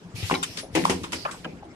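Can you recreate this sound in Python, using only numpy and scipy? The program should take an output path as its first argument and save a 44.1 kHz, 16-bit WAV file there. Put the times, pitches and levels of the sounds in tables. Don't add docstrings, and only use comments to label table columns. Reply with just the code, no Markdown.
import sys
import numpy as np
from scipy import signal
from scipy.fft import rfft, irfft, next_fast_len
from scipy.io import wavfile

SR = 44100
rng = np.random.default_rng(int(sys.argv[2]) if len(sys.argv) > 2 else 0)


def to_wav(sig):
    pcm = np.clip(np.atleast_2d(sig), -1, 1) * 32767
    pcm = np.round(pcm).astype(np.int16)
    wavfile.write(sys.argv[1], SR, pcm.T)


def invert_db(level):
    return 10 ** (np.asarray(level, dtype=float) / 20)


N = 77175

# start_s, level_db (peak), rattle_s, region_hz (struck region)
BLOWS = [(.311, -18.5, 0.037, 430), (0.338, -29.5, 0.017, 494), (.382, -52, 0.0091, 250),
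         (0.578, -32.5, 0.012, 270), (.63, -46, 0.025, 400), (0.752, -12.5, 0.024, 335),
         (0.811, -22, 0.033, 202), (.897, -15.5, 0.015, 353), (0.951, -27.5, 0.17, 194),
         (1.04, -33, 0.0076, 244), (1.128, -28.5, 0.039, 337), (1.301, -40, 0.017, 207),
         (1.449, -29, 0.035, 392), (1.487, -34.5, 0.012, 183), (1.551, -40, 0.014, 220)]
# frequency_hz, likeness (0 to 1)
LIKENESS = [(60, 1), (300, 0.87), (700, 0.89), (1500, 0.14), (12000, 0.018)]
# frequency_hz, level_db, t60_s
GUIDE = [(505, -16, 0.24), (890, -12, 0.18), (1120, 7.5, 0.072), (1400, 4, 0.46), (2132, -16, 0.061),
         (2277, 8.5, 0.093), (2950, -14, 0.062), (3590, -15, 5.0), (4005, -8, 0.1), (4050, -14, 0.062),
         (4400, -16, 0.13), (4820, -17, 0.17)]
# frequency_hz, level_db, t60_s
LATCH = [(1060, -2.5, 0.12), (1417, -0.5, 0.097), (3060, 0, 0.048), (3510, -2, 0.072), (3670, -8.5, 0.051),
         (4950, -34, 2.7), (6422, -19, 0.15), (7000, -17, 0.098), (7500, 2, 0.09), (7300, -18, 0.045),
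         (8500, -13, 0.39), (9464, -47, 0.27), (10330, -6.5, 0.14), (10710, -23, 0.047)]
# frequency_hz, level_db, t60_s
FLAP = [(900, -23, .05), (930, -8, 0.036), (1126, 14, 0.094), (1440, -10.5, .05), (1740, -6, 0.032),
        (2520, 1, 0.02), (2900, -9, .06), (3000, -10, 0.062)]
# frequency_hz, level_db, t60_s
STOP = [(1000, -2, 0.13), (1286, 1.5, 0.081), (1615, -3, 0.14), (2040, -13, 0.12), (2130, -17, 0.41),
        (2780, -2, 0.068), (2980, -1.5, 0.033), (3321, -26, 0.13), (3780, -29, 0.063), (4640, -25, 5.0)]
LEFT_LAG = 7
LEFT_RIGHT = np.array([[.5], [-.5]])


def rms_one(x):
    return x / np.sqrt(np.mean(x ** 2) + 1e-20)


def in_time(rows):
    return np.interp(np.arange(N) / SR, *np.transpose(rows))


def at_hz(points, hz):
    table_hz, values = np.array(points).T
    return np.interp(np.log(hz), np.log(table_hz), values)


def ring(x, hz, t60):
    r, w = invert_db(-60 / (t60 * SR)), 2 * np.pi * hz / SR
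    return signal.lfilter([0, np.sin(w)], [1, -2 * r * np.cos(w), r * r], x + 1e-18)


def narrow(x, hz, width):
    for _ in range(2):
        x = ring(x, hz, np.log(1000) / (np.pi * width))
    return rms_one(x)


def add(out, s, x, pan_db):
    x = x * np.ones((2, 1))
    for side, (gain_db, lag) in enumerate([(pan_db / 2, LEFT_LAG), (-pan_db / 2, 0)]):
        i = int(s * SR) + lag
        out[side, i:i + x.shape[1]] += invert_db(gain_db) * x[side, :N - i]


def noise(spectrum, patchy_db):
    # frequency_hz, difference_db
    tilt = [(60, 4.5), (550, 2), (2500, 2), (6000, -4), (12000, 6)]
    out, edges = 0, 22 * 2 ** np.arange(0, 9.6, 1 / 4)
    white = rng.standard_normal((2, 2, N))
    for k, (low, high) in enumerate(zip(edges, edges[1:])):
        hz = np.sqrt(low * high)
        flicker = np.interp(np.arange(N) / 900, np.arange(90), rng.standard_normal(90))
        if hz <= spectrum[0][0] / 1.3:
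            continue
        band = signal.butter(2, [low, high], "band", fs=SR, output="sos")
        mid, side = signal.sosfilt(band, white[k % 2])
        alike = np.clip(at_hz(LIKENESS, hz), 0, 1)
        mid, side = np.sqrt(1 + alike) * mid, np.sqrt(1 - alike) * side
        pair = np.array([np.roll(mid + side, LEFT_LAG), mid - side])
        level_db = at_hz(spectrum, hz) + patchy_db * flicker + at_hz(tilt, hz) * LEFT_RIGHT
        out = out + invert_db(level_db) * pair
    return rms_one(out)


def strike(modes, db, rattle_s, touches_per_s, uneven_db, detune=0.012):
    t = np.arange(SR // 5) / SR
    draw = rng.random((2, len(t)))
    touches = (draw[0] < touches_per_s / SR) * (2 * draw[1] - 1)
    touches = touches * np.exp(-(t / max(rattle_s, 1e-4)) ** 2)
    touches[0] = .7
    x = 0
    for (hz, d, t60), (u, v, w) in zip(modes, rng.standard_normal((len(modes), 3))):
        y = invert_db(d + uneven_db * u) * ring(touches, hz * (1 + detune * v), t60)
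        turn = np.arccos(np.clip(at_hz(LIKENESS, hz), 0, 1)) * np.sign(w)
        quadrature = np.gradient(y) * SR / (2 * np.pi * hz)
        x = x + np.array([y, np.cos(turn) * y + np.sin(turn) * quadrature])
    edges = np.array([.8, 1.6]) * [modes[0][0], modes[-1][0]]
    x = signal.sosfilt(signal.butter(2, edges, "band", fs=SR, output="sos"), x)
    return invert_db(db) * x / np.abs(x).max()


def cluster(centre_hz, spread_oct, cycles):
    octaves = np.linspace(-1.7, 2.3, 12) + rng.uniform(-.15, .15, 12)
    hz = centre_hz * 2 ** (octaves * spread_oct)
    return [(f, -3.0 * o ** 2, cycles / centre_hz) for f, o in zip(hz, octaves)]


def coupled_ring(db, hz, cycles):
    click = np.arange(SR // 10) == np.array([[5], [0]])
    wall = ring(click, hz * 1.057, cycles / hz)
    x = ring(wall, hz * 0.964, cycles / hz)
    return invert_db(db) * x / np.abs(x).max()


def rumble():
    # frequency_hz, width_hz, level_db
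    resonances = [(88, 21, -13), (124, 13, -41), (172.5, 18.3, 0), (268.3, 33, -2), (347, 107, -5),
                  (499.5, 82, -10)]
    rest_db, shake_db, shake_t60_s = -53, -13, 0.56
    t = np.arange(N) / SR
    power = invert_db(2 * rest_db)
    for s, db, *_ in BLOWS:
        power = power + invert_db(2 * (db + shake_db - 60 * abs(t - s) / shake_t60_s)) * (t > s)
    x = sum(invert_db(db) * narrow(rng.standard_normal(N), hz, width) for hz, width, db in resonances)
    return np.sqrt(power) * rms_one(x) * invert_db(2.5 * LEFT_RIGHT)


def hall_noise():
    # frequency_hz, level_db
    spectrum = [(15, -44), (25, -5), (166, 3.5), (503, -5), (4140, -23.5), (7710, -27.5), (11600, -45),
                (16000, -71)]
    return invert_db(-48 + 1) * noise(spectrum, patchy_db=4.0)


def leak():
    # time_s, level_db
    flow = [(0, -66.5), (.14, -68), (.158, -42.5), (.22, -38.5), (.235, -38), (.29, -36.5), (.37, -41.5),
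            (.41, -47.5), (.45, -42), (.56, -46), (.64, -49.5), (.70, -73), (.745, -45.5), (.76, -34.5),
            (1.11, -53.5), (1.14, -41), (1.3, -51.5), (1.4, -52.5), (1.75, -82)]
    # frequency_hz, level_db (per Hz)
    spectrum = [(880, -9), (1500, -9.5), (2340, 0), (3270, -0.5), (5100, 0), (6240, -5.5), (10900, -9),
                (15000, -26)]
    return invert_db(in_time(flow)) * noise(spectrum, patchy_db=2.5)


def thumps():
    # start_s, level_db (peak), pitch_hz, t60_s
    stops = [
        (0.137, -17, 114, 0.071),
        (0.226, -9.5, 98.3, 0.074),
        (0.495, -18, 98, 0.035),
        (0.729, -24, 94.5, 0.14),
        (0.782, -23, 88, 0.099),
        (0.924, -27, 88, 0.23),
        (1.009, -23, 97, 0.077),
        (1.14, -29.5, 89.6, 0.11),
    ]
    out, t = np.zeros((2, N)), np.arange(SR // 4) / SR
    for s, db, hz, t60 in stops:
        onset = 1 - np.exp(-t / 0.012)
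        add(out, s, -invert_db(db - 60 * t / t60) * np.sin(2 * np.pi * hz * t) * onset, 5.5)
    return out


def whistles():
    # start_s, end_s, pitch_hz, width_hz, level_db
    tones = [(0.161, 0.202, 2440, 380, -45.5), (0.26, 0.61, 5460, 885, -48),
             (0.607, 0.62, 10000, 450, -45.5), (1.152, 1.23, 4720, 915, -43),
             (1.309, 1.304, 8000, 403, -41), (0.156, 0.2, 10700, 1210, -51), (1.437, 1.5, 2450, 700, -53)]
    t, out = np.arange(N) / SR, 0
    for start, end, hz, width, db in tones:
        gate = np.clip((t - start) / 0.0031, 0, 1) * np.exp(-np.maximum(t - end, 0) / 0.029)
        out = out + invert_db(db) * gate * narrow(rng.standard_normal((2, N)), hz, width)
    return out


def pushes():
    # start_s, level_db (peak), pitch_hz
    events = [(.18, -31.5, 142), (.197, -33.5, 137), (.226, -29.5, 416), (.282, -36, 144), (.327, -18, 320),
              (.3385, -21, 473), (.381, -27.5, 334), (.901, -22, 305), (1.532, -29.5, 254)]
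    out = np.zeros((2, N))
    for s, db, hz in events:
        add(out, s, coupled_ring(db, hz, cycles=3.25), 3.0)
    return out


def knocks():
    # start_s, level_db (peak), centre_hz, rattle_s
    events = [(.298, -20.5, 1056, 0.018), (0.311, -13.5, 1170, 0.0018), (.345, -30, 810, 0.024),
              (.227, -43.5, 950, 0.027), (.628, -36, 567, 0.028), (.752, -23.5, 770, 0.035),
              (0.86, -23, 1030, 0.0072), (.896, -25, 860, 0.031), (1.037, -28, 1170, 0.03),
              (1.128, -26.5, 1055, 0.0142), (1.256, -22, 953, 0.01), (1.273, -28.5, 1290, 0.053),
              (1.344, -33, 1026, 0.0078), (1.453, -34.5, 670, 0.025), (1.625, -36, 750, 0.0095)]
    out = np.zeros((2, N))
    for s, db, hz, rattle_s in events:
        modes = cluster(hz, spread_oct=.2, cycles=13)
        add(out, s, strike(modes, db + 4.0, rattle_s, 1300, 5.7), .8)
    return out


def clacks():
    # start_s, level_db (peak), centre_hz, rattle_s
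    events = [(0.3112, -17.5, 2330, 0.015), (0.3406, -13, 2400, 0.0027), (0.35, -20, 3920, 0.012),
              (0.572, -17.5, 4260, 0.03), (0.75, -15.5, 2383, 0.047), (0.839, -18.5, 2450, 0.0032),
              (0.8525, -18.5, 3080, 0.0027), (0.894, -21.5, 2300, 0.032), (1.0388, -24, 2920, 0.014),
              (1.132, -19, 2290, 0.01), (1.315, -37, 3120, 0.0074), (.23, -26, 2590, 0.042)]
    out = np.zeros((2, N))
    for s, db, hz, rattle_s in events:
        modes = cluster(hz, spread_oct=0.2, cycles=39)
        add(out, s, strike(modes, db + 0.5, rattle_s, 2200, 0.47), 3.0)
    return out


def snaps():
    # start_s, level_db (peak), pitch_hz
    events = [
        (.8527, -5.5, 1052),
        (1.2625, -18, 1170),
        (.2985, -21, 950),
        (.312, -15, 1120),
    ]
    out = np.zeros((2, N))
    for s, db, hz in events:
        add(out, s, coupled_ring(db, hz, cycles=9.1), 1.5)
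    return out


def puffs():
    # start_s, level_db (peak), hold_s, t60_s
    openings = [(0.305, -33.5, 0.025, 0.085), (0.343, -34, 0.0082, 0.024), (0.4325, -25.5, 0.0062, 0.12),
                (0.5716, -31, 0.023, 0.092), (0.594, -34, 0.011, 0.066), (0.7516, -22, 0.0045, 0.11),
                (0.849, -28, 0.0067, 0.35), (0.897, -21.5, 0.006, 0.19), (1.034, -36, 0.017, 0.12),
                (1.121, -30.5, 0.0089, 0.11), (1.13, -27.5, 0.0052, 0.18), (1.3116, -35.5, 0.0035, 0.19)]
    # frequency_hz, level_db (per Hz)
    spectrum = [(1350, -3.5), (2300, -1), (3120, -1), (4590, -10), (5580, 0.5), (6080, -6), (9900, -7.5),
                (15000, -63)]
    power, t = np.zeros((2, N)), np.arange(SR // 3) / SR
    for s, db, hold_s, t60 in openings:
        decay = invert_db(2 * (db - 4.5 - 60 * np.maximum(t - hold_s, 0) / t60))
        crack = 1 + 1.5 * np.exp(-t / 0.0043)
        add(power, s, decay * crack, 0)
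    return np.sqrt(power) * noise(spectrum, patchy_db=0.0)


def frame_blows():
    # frequency_hz, level_db, t60_s
    frame = [(188.5, -5, 0.28), (237, -8.5, 0.1), (263, -3, 0.028), (331.4, -5.5, 0.14), (385, -7.5, 0.11),
             (455, -6.5, 0.11), (522.6, 0, 0.1), (570, -9, 0.042), (750, -1, 0.12), (814, 5.5, 0.076)]
    out = np.zeros((2, N))
    for s, db, rattle_s, region_hz in BLOWS:
        modes = [(hz, d - 10.5 * np.log2(hz / region_hz) ** 2, t60) for hz, d, t60 in frame]
        add(out, s, strike(modes, db, rattle_s, 400, 4.9), 3.5)
    return out


def parts():
    # start_s, level_db (peak), rattle_s, modes
    rattles = [
        (.3405, -18, 0.016, GUIDE),
        (0.4281, -14.5, 0.011, LATCH),
        (1.2505, -18, .014, FLAP),
        (1.446, -22.5, 0.0098, STOP),
    ]
    out = np.zeros((2, N))
    for s, db, rattle_s, modes in rattles:
        damped = [(hz, d, min(t60, .026)) for hz, d, t60 in modes]
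        add(out, s, strike(damped, db, rattle_s, 2700, 0, 0), 2.5)
    return out


def room(x):
    t60_s, wall_cut_hz = 0.25, 2700
    size = next_fast_len(N + SR)
    w = 2 * np.pi * np.arange(size // 2 + 1) / size
    x = signal.lfilter(*signal.butter(2, 300, "high", fs=SR), x)
    dull = 1 / (1 + 1j * w * SR / (2 * np.pi * wall_cut_hz))
    lags = rng.uniform(0.0065, .04, (2, 8, 1)) * SR
    loop = invert_db(-60 * lags / SR / t60_s) * dull * np.exp(-1j * w * lags)
    signs = (-1) ** np.arange(8)[:, None]
    echoes = (signs * loop / (1 - loop)).sum(1)
    return irfft(rfft(x.mean(0), size) * echoes, size)[:, :N]


def turned(x):
    # time_s, left_right_db
    drift = [(0, -1), (.7, 0.5), (.9, -1), (1.3, -2.5), (1.75, 0)]
    low = signal.sosfilt(signal.butter(1, 200, fs=SR, output="sos"), x)
    return low + (x - low) * invert_db(in_time(drift) * LEFT_RIGHT)


def scene():
    contacts = thumps() + pushes() + knocks() + clacks() + snaps() + frame_blows()
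    hits = signal.sosfilt(signal.butter(4, 66, "high", fs=SR, output="sos"), contacts)
    air = leak() + whistles() + puffs()
    return turned(hits + invert_db(-11.5) * room(hits) + air + rumble() + hall_noise() + parts())


def band_limit(x):
    return signal.sosfilt(signal.butter(12, 16170, fs=SR, output="sos"), x)


def record(dry):
    x = signal.sosfilt(signal.butter(2, 5.7, "high", fs=SR, output="sos"), dry)
    x = signal.sosfilt(signal.butter(10, 15200, fs=SR, output="sos"), x)
    return band_limit(x)


dry = scene()
out = record(dry)
to_wav(out)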